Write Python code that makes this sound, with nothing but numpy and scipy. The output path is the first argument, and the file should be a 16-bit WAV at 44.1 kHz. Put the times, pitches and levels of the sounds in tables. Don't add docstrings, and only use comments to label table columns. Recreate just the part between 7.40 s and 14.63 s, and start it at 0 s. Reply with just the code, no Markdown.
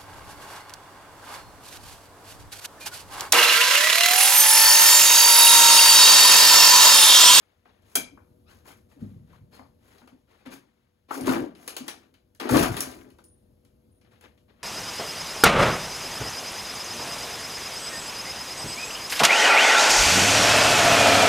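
import sys
import numpy as np
from scipy import signal
from scipy.fft import rfft, irfft, next_fast_len
from scipy.io import wavfile
from scipy.ndimage import map_coordinates

SR = 44100
rng = np.random.default_rng(int(sys.argv[2]) if len(sys.argv) > 2 else 0)


def master(y):
    cut = np.clip(np.atleast_2d(y).T, -1, 1)
    pcm = np.round(cut * 32767)
    wavfile.write(sys.argv[1], SR, pcm.astype(np.int16))


N = 318843

# (frequency [Hz], level [dB], t60 [s])
STEEL_MODES = [(398, -11, .2), (681, -8, 0.18), (1347, -4, 0.059), (1530, -5, 0.091), (2337, -8, 0.32),
               (3220, -1.5, .11), (3962, -6.5, 0.092), (4800, -14, .22), (6239, -2.5, .125),
               (7500, -2.5, .11), (9343, 2.5, .08), (9770, 0, .11), (10670, -0.5, 0.087), (12360, -0.5, .1)]
# (frequency [Hz], width [Hz], level [dB])
SPRING_MODES = [(2400, 88, -0.5), (4530, 140, -5), (6640, 80, -3), (7240, 70, -1.5), (9380, 110, -0.5),
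                (11300, 120, -5), (12500, 100, -5.5)]
# (frequency [Hz], density [dB per Hz])
CHATTER_SPECTRUM = [(800, -27), (2500, -9.5), (4200, -3), (5400, 1.5), (7000, 2), (9500, 2), (12800, 2.5),
                    (13600, -6), (15500, -3.5)]
# (frequency [Hz], density [dB per Hz])
TICK_SPECTRUM = [(500, -38), (2500, -20), (5000, -2.5), (7000, 0.5), (9500, 5), (12800, -1), (13800, -6.5),
                 (15200, -4.5)]
# (frequency [Hz], density [dB per Hz])
PAWL_SPECTRUM = [(100, -21), (350, 3.5), (1000, 0), (1700, -0.5), (2900, -1), (4500, -4.5), (7000, -11),
                 (14000, -33.5)]


def amp(db):
    return 10 ** (np.asarray(db) / 20)


def unit(x):
    return x / np.sqrt(np.mean(x ** 2) + 1e-20)


def along(points, hz):
    f, v = np.transpose(points)
    return np.interp(np.log(hz + 1), np.log(f + 1), v)


def wobble(rate, size=12):
    knots = rng.standard_normal(int(N * rate / SR) + 4)
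    steps = np.arange(len(knots) * size) / size
    return np.interp(np.arange(N) * rate / SR, steps, map_coordinates(knots, [steps]))


def filtered(x, response):
    m = next_fast_len(N + SR // 2)
    return irfft(rfft(x, m) * response(np.fft.rfftfreq(m, 1 / SR)), m)[..., :N]


def coloured(x, spectrum, size=4096):
    cepstrum = irfft(np.log(amp(along(spectrum, np.fft.rfftfreq(size, 1 / SR)))))
    cepstrum[1:size // 2] *= 2
    cepstrum[size // 2 + 1:] = 0
    impulse = irfft(np.exp(rfft(cepstrum)))
    return signal.fftconvolve(x, impulse)[:len(x)]


def add(track, s, sound):
    part = track[max(round(s * SR), 0):][:len(sound)]
    part += sound[:len(part)]


def envelope(s, rise, length, t60):
    t = np.arange(N) / SR - s
    return np.clip(t / rise, 0, 1) * amp(-60 * np.maximum(t - length, 0) / t60)


def burst(spectrum, rise, t60):
    t = np.arange(SR // 4) / SR
    shape = (1 - np.exp(-t / rise)) * amp(-60 * t / t60)
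    noise = unit(coloured(rng.standard_normal(len(t)) * shape, spectrum))
    return noise * np.sqrt(np.mean(shape ** 2)) / shape.max()


def grains(rate, spread_db, life, smooth):
    hits = (rng.random(N) < rate / SR) * amp(spread_db * np.clip(rng.standard_normal(N), -2, 2))
    power = signal.lfilter([1], [1, -np.exp(-2 / (life * SR))], hits ** 2)
    return np.sqrt(power / power.mean() + abs(smooth)) * rng.standard_normal(N)


def drone(modes):
    t = np.arange(N) / SR
    total = np.zeros(N)
    for hz, width, db in modes:
        strength = amp(db + 0.69 * wobble(width))
        total += strength * np.sin(2 * np.pi * hz * t + .7 * wobble(width))
    return unit(total)


def swell(t, peak_s):
    return (t / peak_s * np.exp(1 - t / peak_s)) ** 2


def boom(t, hz, glide, peak_s):
    pitch = hz * 2 ** (glide * np.minimum(t / (2 * peak_s), 1))
    return swell(t, peak_s) * np.sin(2 * np.pi * np.cumsum(pitch) / SR)


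def ring(modes, t, scatter_db):
    total = np.zeros(len(t))
    for hz, db, t60 in modes:
        decay = amp(db + scatter_db * rng.normal() - 60 * t / t60)
        cycles = hz * t + rng.random() + rng.normal(0, .003, len(t)).cumsum()
        total += decay * np.sin(2 * np.pi * cycles)
    return total


def ambience():
    # (time [s], level [dB])
    level_course = [(0, -74.5), (0.699, -58.5), (2.4, -63), (3.4, -72), (4.899, -66.5), (5.701, -62),
                    (7.23, -62.5)]
    # (frequency [Hz], density [dB per Hz])
    floor_spectrum = [(20, -20.5), (50, 0), (90, 2.5), (160, -6.5), (230, -3.5), (430, -17), (600, -19),
                      (850, -26.5), (2000, -40), (7000, -41.5), (12500, -33), (16000, -49.5)]
    # (frequency [Hz], level [dB])
    hum_lines = [(86.1, -75.5), (226.1, -78), (366.1, -78.5), (489.9, -76), (602.9, -80.5)]
    t = np.arange(N) / SR
    s, db = np.transpose(level_course)
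    level = amp(np.interp(t, s, db))
    air = unit(filtered(rng.standard_normal(N), lambda hz: amp(along(floor_spectrum, hz))))
    hum = sum(amp(line_db) * np.sin(2 * np.pi * hz * t + .3 * wobble(3.1)) for hz, line_db in hum_lines)
    hiss = amp(-82.5) * unit(coloured(rng.standard_normal(N), [(1500, -2.0), (12000, -10.5)]))
    return level * air + amp(3.5) * hum * level / level[-1] + hiss


def rider():
    # (time [s], rise [s], t60 [s], rub level [dB], swish level [dB])
    moves = [(0, 0.0022, 2.1, -70, -77), (.25, 0.0082, 0.8, -66, -83), (.41, 0.16, .1, -63, -59.5),
             (1.07, 0.033, 0.59, -59.5, -60.5), (1.245, 0.046, 0.29, -52.5, -52),
             (1.484, 0.028, 0.52, -66.5, -67), (1.59, 0.02, 0.88, -65.5, -68.5),
             (1.86, 0.091, 0.22, -62, -70.5), (2.109, 0.043, 0.36, -55, -58), (2.38, 0.14, 0.9, -62, -64),
             (2.87, 0.043, 1.9, -64, -73.5), (3.053, 0.0096, 0.19, -48, -61.5),
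             (3.1, 0.037, 0.15, -50, -46), (3.683, 0.016, 0.19, -50.5, -62), (4.6, 0.032, 0.27, -64.5, -84),
             (5.055, 0.028, 0.12, -39, -64), (6.643, 0.0054, 0.21, -63.5, -84),
             (6.708, .012, 0.47, -61.5, -70), (6.806, 0.042, 0.19, -55, -64),
             (7.078, .012, 0.45, -63.5, -84.5), (7.175, 0.045, .6, -63.5, -84.5)]
    # (frequency [Hz], density [dB per Hz])
    cloth_spectrum = [(100, -13.5), (280, 4.5), (600, 1.5), (1200, -1.5), (2200, -5.5), (4000, -11),
                      (12000, -41)]
    rub, swish = np.zeros((2, N))
    for s, rise, t60, rub_db, swish_db in moves:
        shape = envelope(s, rise, rise, t60)
        rub += amp(rub_db) * shape
        swish += amp(swish_db) * shape
    cloth = unit(coloured(grains(rate=160, spread_db=1.5, life=0.008, smooth=0.9), cloth_spectrum))
    grit = unit(coloured(grains(rate=460, spread_db=5.0, life=.002, smooth=.8), CHATTER_SPECTRUM))
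    return amp(0.5) * rub * cloth + swish * (amp(-3.5) * grit + amp(-10.5) * drone(SPRING_MODES))


def squeaks():
    # (time [s], length [s], pitch [Hz], rise [octaves], level [dB])
    slips = [(1.056, 0.082, 1158, 0.59, -63.5), (1.268, .08, 758, 0.041, -61)]
    out = np.zeros(N)
    for s, length, hz, rise, db in slips:
        u = np.linspace(0, 1, round(length * SR))
        pitch = hz * 2 ** (rise * u + 0.046 * wobble(700)[:len(u)])
        phase = 2 * np.pi * np.cumsum(pitch) / SR
        rolloff = np.interp(db, [-72, -62], [3, .4])
        note = sum(np.sin(k * phase) / k ** rolloff for k in range(1, 5))
        add(out, s, amp(db) * unit(note) * np.sin(np.pi * u))
    return out


def rocking():
    # (time [s], rise [s], t60 [s], level [dB])
    rocks = [(1.582, 0.037, 1.7, -43)]
    # (frequency [Hz], density [dB per Hz])
    rumble_spectrum = [(30, -13.5), (70, -4), (115, -0.5), (200, -1.5), (300, -19.5), (600, -35.5),
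                       (2000, -62.5)]
    lumps = unit(coloured(grains(rate=29, spread_db=3.5, life=.02, smooth=.5), rumble_spectrum))
    return lumps * sum(amp(db) * envelope(s, rise, rise, t60) for s, rise, t60, db in rocks)


def bumps():
    # (time [s], level [dB], pitch [Hz], glide [octaves])
    contacts = [(0.566, -32.5, 266, -.02), (0.721, -47, 310, -.2), (1.562, -47, 305, -.2),
                (1.615, -31.5, 231, -.19), (1.63, -39, 110, -.17), (2.188, -48.5, 270, -.1),
                (2.62, -51.5, 249, 0), (2.72, -47.5, 256, 0), (3.062, -36.5, 255, 0),
                (3.13, -43.5, 275.2, 0), (3.88, -18, 262, 0), (4.402, -35.5, 256, 0), (5.148, -16, 261, 0)]
    peak_cycles = 4
    out, t = np.zeros(N), np.arange(SR // 4) / SR
    for s, db, hz, glide in contacts:
        thud_spectrum = [(hz / 4, -12), (hz, 0), (hz * 4, -30), (hz * 16, -60)]
        add(out, s, amp(db) * boom(t, hz, glide, peak_cycles / hz))
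        add(out, s, amp(db - 12) * burst(thud_spectrum, rise=0.01, t60=0.22))
    return out


def pings():
    # (time [s], frequency [Hz], level [dB])
    notes = [(2.128, 4290, -64), (2.128, 4980, -66.5), (5.843, 9485, -55.5), (6.515, 9485, -72)]
    t60_s = 0.4
    out, t = np.zeros(N), np.arange(SR) / SR
    for s, hz, db in notes:
        add(out, s, amp(db - 60 * t / t60_s) * np.sin(2 * np.pi * hz * t))
    return out


def knocks():
    # (time [s], level [dB])
    slack_hits = [(0.255, -48.5), (0.774, -44.5), (1.255, -48), (1.93, -49.5), (2.193, -38.5),
                  (2.617, -47.5), (2.674, -47), (3.06, -45), (3.708, -25), (3.878, -18.5), (3.915, -22),
                  (3.962, -25), (5.091, -22), (5.144, -13.5), (5.159, -16), (5.228, -22), (5.255, -24),
                  (5.368, -31), (5.786, -47)]
    # (frequency [Hz], density [dB per Hz])
    knock_spectrum = [(100, -25.5), (300, -3.5), (550, -2), (850, 0), (1350, -1), (2000, -14),
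                      (3500, -32.5), (12000, -35.5)]
    # (time [s], level [dB])
    tooth_bites = [(3.708, -25), (5.091, -25.5)]
    # (frequency [Hz], level [dB], t60 [s])
    case_modes = [(850, 3.5, 0.049), (1180, -5.5, .07), (1334, 0.5, .075)]
    out, t = np.zeros(N), np.arange(SR // 4) / SR
    for s, db in slack_hits:
        add(out, s, amp(db - 5) * burst(knock_spectrum, rise=.0015, t60=0.033))
    for s, db in tooth_bites:
        onset = 1 - np.exp(-t / .002)
        add(out, s, amp(db) * ring(case_modes, t, scatter_db=1) * onset)
    return out


def clicks():
    # (time [s], level [dB], body level re the tick [dB])
    snaps = [(2.582, -58, 4.5), (2.6744, -53, 1), (3.0585, -49.5, 0), (3.809, -28.5, -20), (3.869, -26, -7),
             (4.15, -53.5, 4), (4.277, -21.5, -8), (4.366, -22, -7), (4.48, -23, -5), (4.7398, -57.5, 3.5),
             (4.9486, -49, -10.5), (4.9989, -34.5, 6), (5.0911, -24.5, -6.5), (5.168, -15.5, -5),
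             (5.1946, -19, -14), (5.229, -17, -13), (5.367, -22.5, -5), (5.4053, -11.5, -17.5),
             (5.5148, -38, -8), (5.7019, -51, -5.5), (5.7851, -55, -1), (5.8401, -45.5, -23),
             (6.2492, -54.5, -8), (6.612, -66, 7), (6.8098, -46.5, -8), (6.976, -67.5, 8)]
    out, t = np.zeros(N), np.arange(SR // 4) / SR
    for s, db, body_db in snaps:
        add(out, s, amp(db - 8.0) * burst(TICK_SPECTRUM, rise=0.00051, t60=0.02))
        add(out, s, amp(db + body_db - 6.0) * burst(PAWL_SPECTRUM, rise=.001, t60=0.062))
        add(out, s, amp(db + body_db - 25) * ring(STEEL_MODES, t, scatter_db=2))
    return out


def lever():
    # (time [s], level [dB])
    stop_hits = [(0.554, -7)]
    out, t = np.zeros(N), np.arange(SR // 2) / SR
    for s, db in stop_hits:
        add(out, s, amp(db - 19) * ring(STEEL_MODES, t, scatter_db=.5))
        add(out, s, amp(db - 8) * burst(TICK_SPECTRUM, rise=.0006, t60=.06))
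        add(out, s, amp(db - 25.5) * burst(PAWL_SPECTRUM, rise=0.0024, t60=0.074))
    return out


def piston():
    # (time [s], puff level [dB], chug level [dB], chug pitch [Hz])
    strokes = [(3.76, -61.5, -30.5, 300), (3.812, -33.5, -30, 275), (3.872, -36.5, -24.5, 400),
               (3.912, -41, -20, 275), (3.96, -42, -23.5, 345), (4.005, -40, -24.5, 330),
               (5.107, -23.5, -19.5, 262), (5.131, -19.5, -21.5, 390), (5.152, -27.5, -12, 330),
               (5.2, -18, -21, 300), (5.294, -25, -27.5, 350)]
    # (frequency [Hz], density [dB per Hz])
    puff_spectrum = [(20, -33.5), (45, -7.5), (80, -5), (135, 0.5), (175, -8.5), (400, -26), (1500, -72.5)]
    swell_s, pipe_hz = 0.009, 124
    sag_oct = .12
    out, t = np.zeros(N), np.arange(SR // 4) / SR
    for s, puff_db, chug_db, hz in strokes:
        gas = unit(coloured(rng.standard_normal(len(t)), puff_spectrum)) * swell(t, .022)
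        puff = boom(t, pipe_hz, -sag_oct, swell_s) + amp(-5) * gas
        add(out, s, amp(puff_db - 2.0) * puff)
        add(out, s, amp(chug_db - 3.0) * boom(t, hz, -sag_oct, swell_s))
    return out


def airbox(flow):
    # (frequency [Hz], width [Hz], level [dB])
    air_modes = [(260.5, 17, -1.5), (298.3, 21, -10), (337.4, 14, -3.5), (409, 22, -9.5),
                 (442.6, 20, -16.5)]
    # (frequency [Hz], density [dB per Hz])
    intake_spectrum = [(80, -38), (180, -16.5), (260, -0.5), (360, -4), (500, -11), (800, -21),
                       (3000, -58.5)]
    churn = unit(coloured(grains(rate=110, spread_db=4.0, life=0.011, smooth=0.26), intake_spectrum))
    rough = np.clip(0.56 + 0.42 * flow / flow.max(), 0, 1)
    return amp(-1.0) * flow * (np.sqrt(1 - rough) * drone(air_modes) + np.sqrt(rough) * churn)


def effort():
    # (gears bite [s], take-up [s], air build-up [s], surge [s], thrust [s], pumping [s],
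    #  airflow level [dB], gear load level [dB], chatter level [dB])
    kicks = [(3.702, 0.15, .13, .022, 0.074, 0.16, -28.5, -30, -36),
             (4.996, 0.09, .02, 0.076, .15, .1, -17, -25, -31)]
    # (time [s], rise [s], length [s], t60 [s], gear load level [dB], chatter level [dB])
    spring_pulls = [(3.703, .03, .06, 0.29, -57.5, -40), (4.148, 0.065, 0.37, 0.45, -56.5, -58),
                    (5.302, .04, .12, 0.59, -39.5, -41.5)]
    press_air_db = -32.5
    press_gear_db, press_chatter_db = -15.5, -21.5
    bite_s = .012
    air_t60_s, gear_t60_s, chatter_t60_s = 0.26, 0.34, 0.3
    drag_air_db, drag_air_t60_s = -0.5, 1
    flow, load, chatter = np.zeros((3, N))
    for s, take_up, build, surge, thrust, pumping, air_db, gear_db, chatter_db in kicks:
        down = s + take_up
        press = envelope(s, bite_s, take_up, gear_t60_s)
        press_air = amp(press_air_db) * envelope(s, build, take_up, air_t60_s)
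        thrust_air = amp(air_db) * envelope(down, surge, pumping, air_t60_s)
        thrust_load = envelope(down, surge, thrust, gear_t60_s)
        thrust_chatter = envelope(down, bite_s, thrust, chatter_t60_s)
        flow += np.maximum(press_air, thrust_air)
        load += amp(gear_db) * np.maximum(amp(press_gear_db) * press, thrust_load)
        chatter += amp(chatter_db) * np.maximum(amp(press_chatter_db) * press, thrust_chatter)
    for s, rise, length, t60, gear_db, chatter_db in spring_pulls:
        pull = envelope(s, rise, length, t60)
        stirred = amp(gear_db + drag_air_db) * envelope(s, rise, length, drag_air_t60_s)
        flow = np.hypot(flow, stirred)
        load = np.hypot(load, amp(gear_db) * pull)
        chatter = np.hypot(chatter, amp(chatter_db) * pull)
    return flow, load, chatter


def cranking():
    # (frequency [Hz], density [dB per Hz])
    cases_spectrum = [(120, -33.5), (350, 0.5), (600, -3), (1150, -3.5), (1600, -4.5), (2200, -7),
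                      (3200, -13), (6000, -23.5), (15000, -53)]
    # (frequency [Hz], width [Hz], level [dB])
    cover_modes = [(594, 13, 0.5), (679.6, 12, 4.5), (744, 29, 0.5), (859, 13, -2), (1002, 14, 1.5),
                   (1160, 39, 2), (1192, 23, -2.5), (1267, 11, -2.5), (1575, 13, -2)]
    flow, load, chatter = effort()
    teeth = unit(coloured(grains(rate=150, spread_db=1.5, life=0.004, smooth=.25), cases_spectrum))
    gears = amp(-2.5) * teeth + amp(-6.0) * drone(cover_modes)
    rattle = unit(coloured(grains(rate=340, spread_db=5, life=0.008, smooth=.5), CHATTER_SPECTRUM))
    jangle = amp(-3.5) * rattle + amp(-13.5) * drone(SPRING_MODES)
    return airbox(flow) + load * gears + chatter * jangle


def garage(x, wet_db, size=512):
    # (frequency [Hz], t60 [s])
    decay_times = [(100, 1), (300, 0.38), (1500, 0.28), (5000, 0.26), (10000, 0.19), (16000, 0.091)]
    hz, t, z = signal.stft(x, SR, nperseg=size)
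    keep = amp(-120 * t[1] / along(decay_times, hz))
    power = np.array([signal.lfilter([0, 1 - k], [1, -k], abs(band) ** 2) for k, band in zip(keep, z)])
    band_gain = amp(3 * rng.standard_normal((len(hz), 1)))
    noise = signal.stft(rng.standard_normal(N), SR, nperseg=size)[2] * band_gain
    tail = signal.istft(np.sqrt(power) * noise / np.std(noise), SR, nperseg=size)[1]
    return x + amp(wet_db) * np.pad(tail, (size // 4, 0))[:N]


def spread(x, size=256):
    # (frequency [Hz], likeness [0-1])
    alike = [(100, 0.91), (300, 0.95), (600, 0.11), (1300, 0.41), (2500, 0.58), (5000, 0.037), (6500, 1),
             (16000, 1)]
    z = signal.stft(x, nperseg=size)[2]
    scattered = signal.istft(z * np.exp(2j * np.pi * rng.random(z.shape)), nperseg=size)[1]
    scattered = np.pad(scattered, (size // 3, 0))[:N]
    likeness = lambda hz: np.clip(along(alike, hz), 0, 1)
    mid = filtered(x, lambda hz: np.sqrt((1 + likeness(hz)) / 2))
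    side = filtered(unit(scattered) * np.std(x), lambda hz: np.sqrt((1 - likeness(hz)) / 2))
    return np.array([mid + side, mid - side])


def scene():
    moves = garage(rider() + squeaks(), wet_db=-8)
    thuds = garage(bumps() + rocking() + piston(), wet_db=-10, size=1024)
    metal = garage(knocks(), wet_db=-2) + garage(clicks() + pings(), wet_db=-1.5)
    metal += garage(lever(), wet_db=-5.5)
    engine = garage(cranking(), wet_db=-11.0, size=1024)
    return spread(engine + thuds + ambience(), size=1024) + spread(metal + moves, size=256)


def record(dry):
    # (frequency [Hz], left minus right [dB])
    left_excess = [(60, 2), (200, 2), (400, 5.5), (700, 7), (1300, 7), (2400, 9), (4400, 11.5), (6500, 0.5),
                   (16000, -0.5)]
    # (frequency [Hz], lead [rad])
    left_lead = [(50, 0), (200, .6), (400, 1), (500, 0), (620, -2.5), (800, -1), (1900, -1.2), (2600, -1.9),
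                 (3500, -1.1), (4400, 0), (5200, 2.3), (6400, 0), (8600, -3.14), (10600, -6.2),
                 (11400, -6.35), (13450, -9.42), (15600, -12.56)]
    top_hz = 15850
    port = lambda hz: amp(along(left_excess, hz) / 2) * np.exp(.5j * along(left_lead, hz))
    bass_cut = lambda hz: (1j * hz / (1j * hz + 25)) ** 2
    band_limit = lambda hz: .5 - .5 * np.tanh((hz - top_hz) / 200)
    return filtered(dry, lambda hz: np.array([port(hz), 1 / port(hz)]) * bass_cut(hz) * band_limit(hz))


dry = scene()
out = record(dry)
master(out)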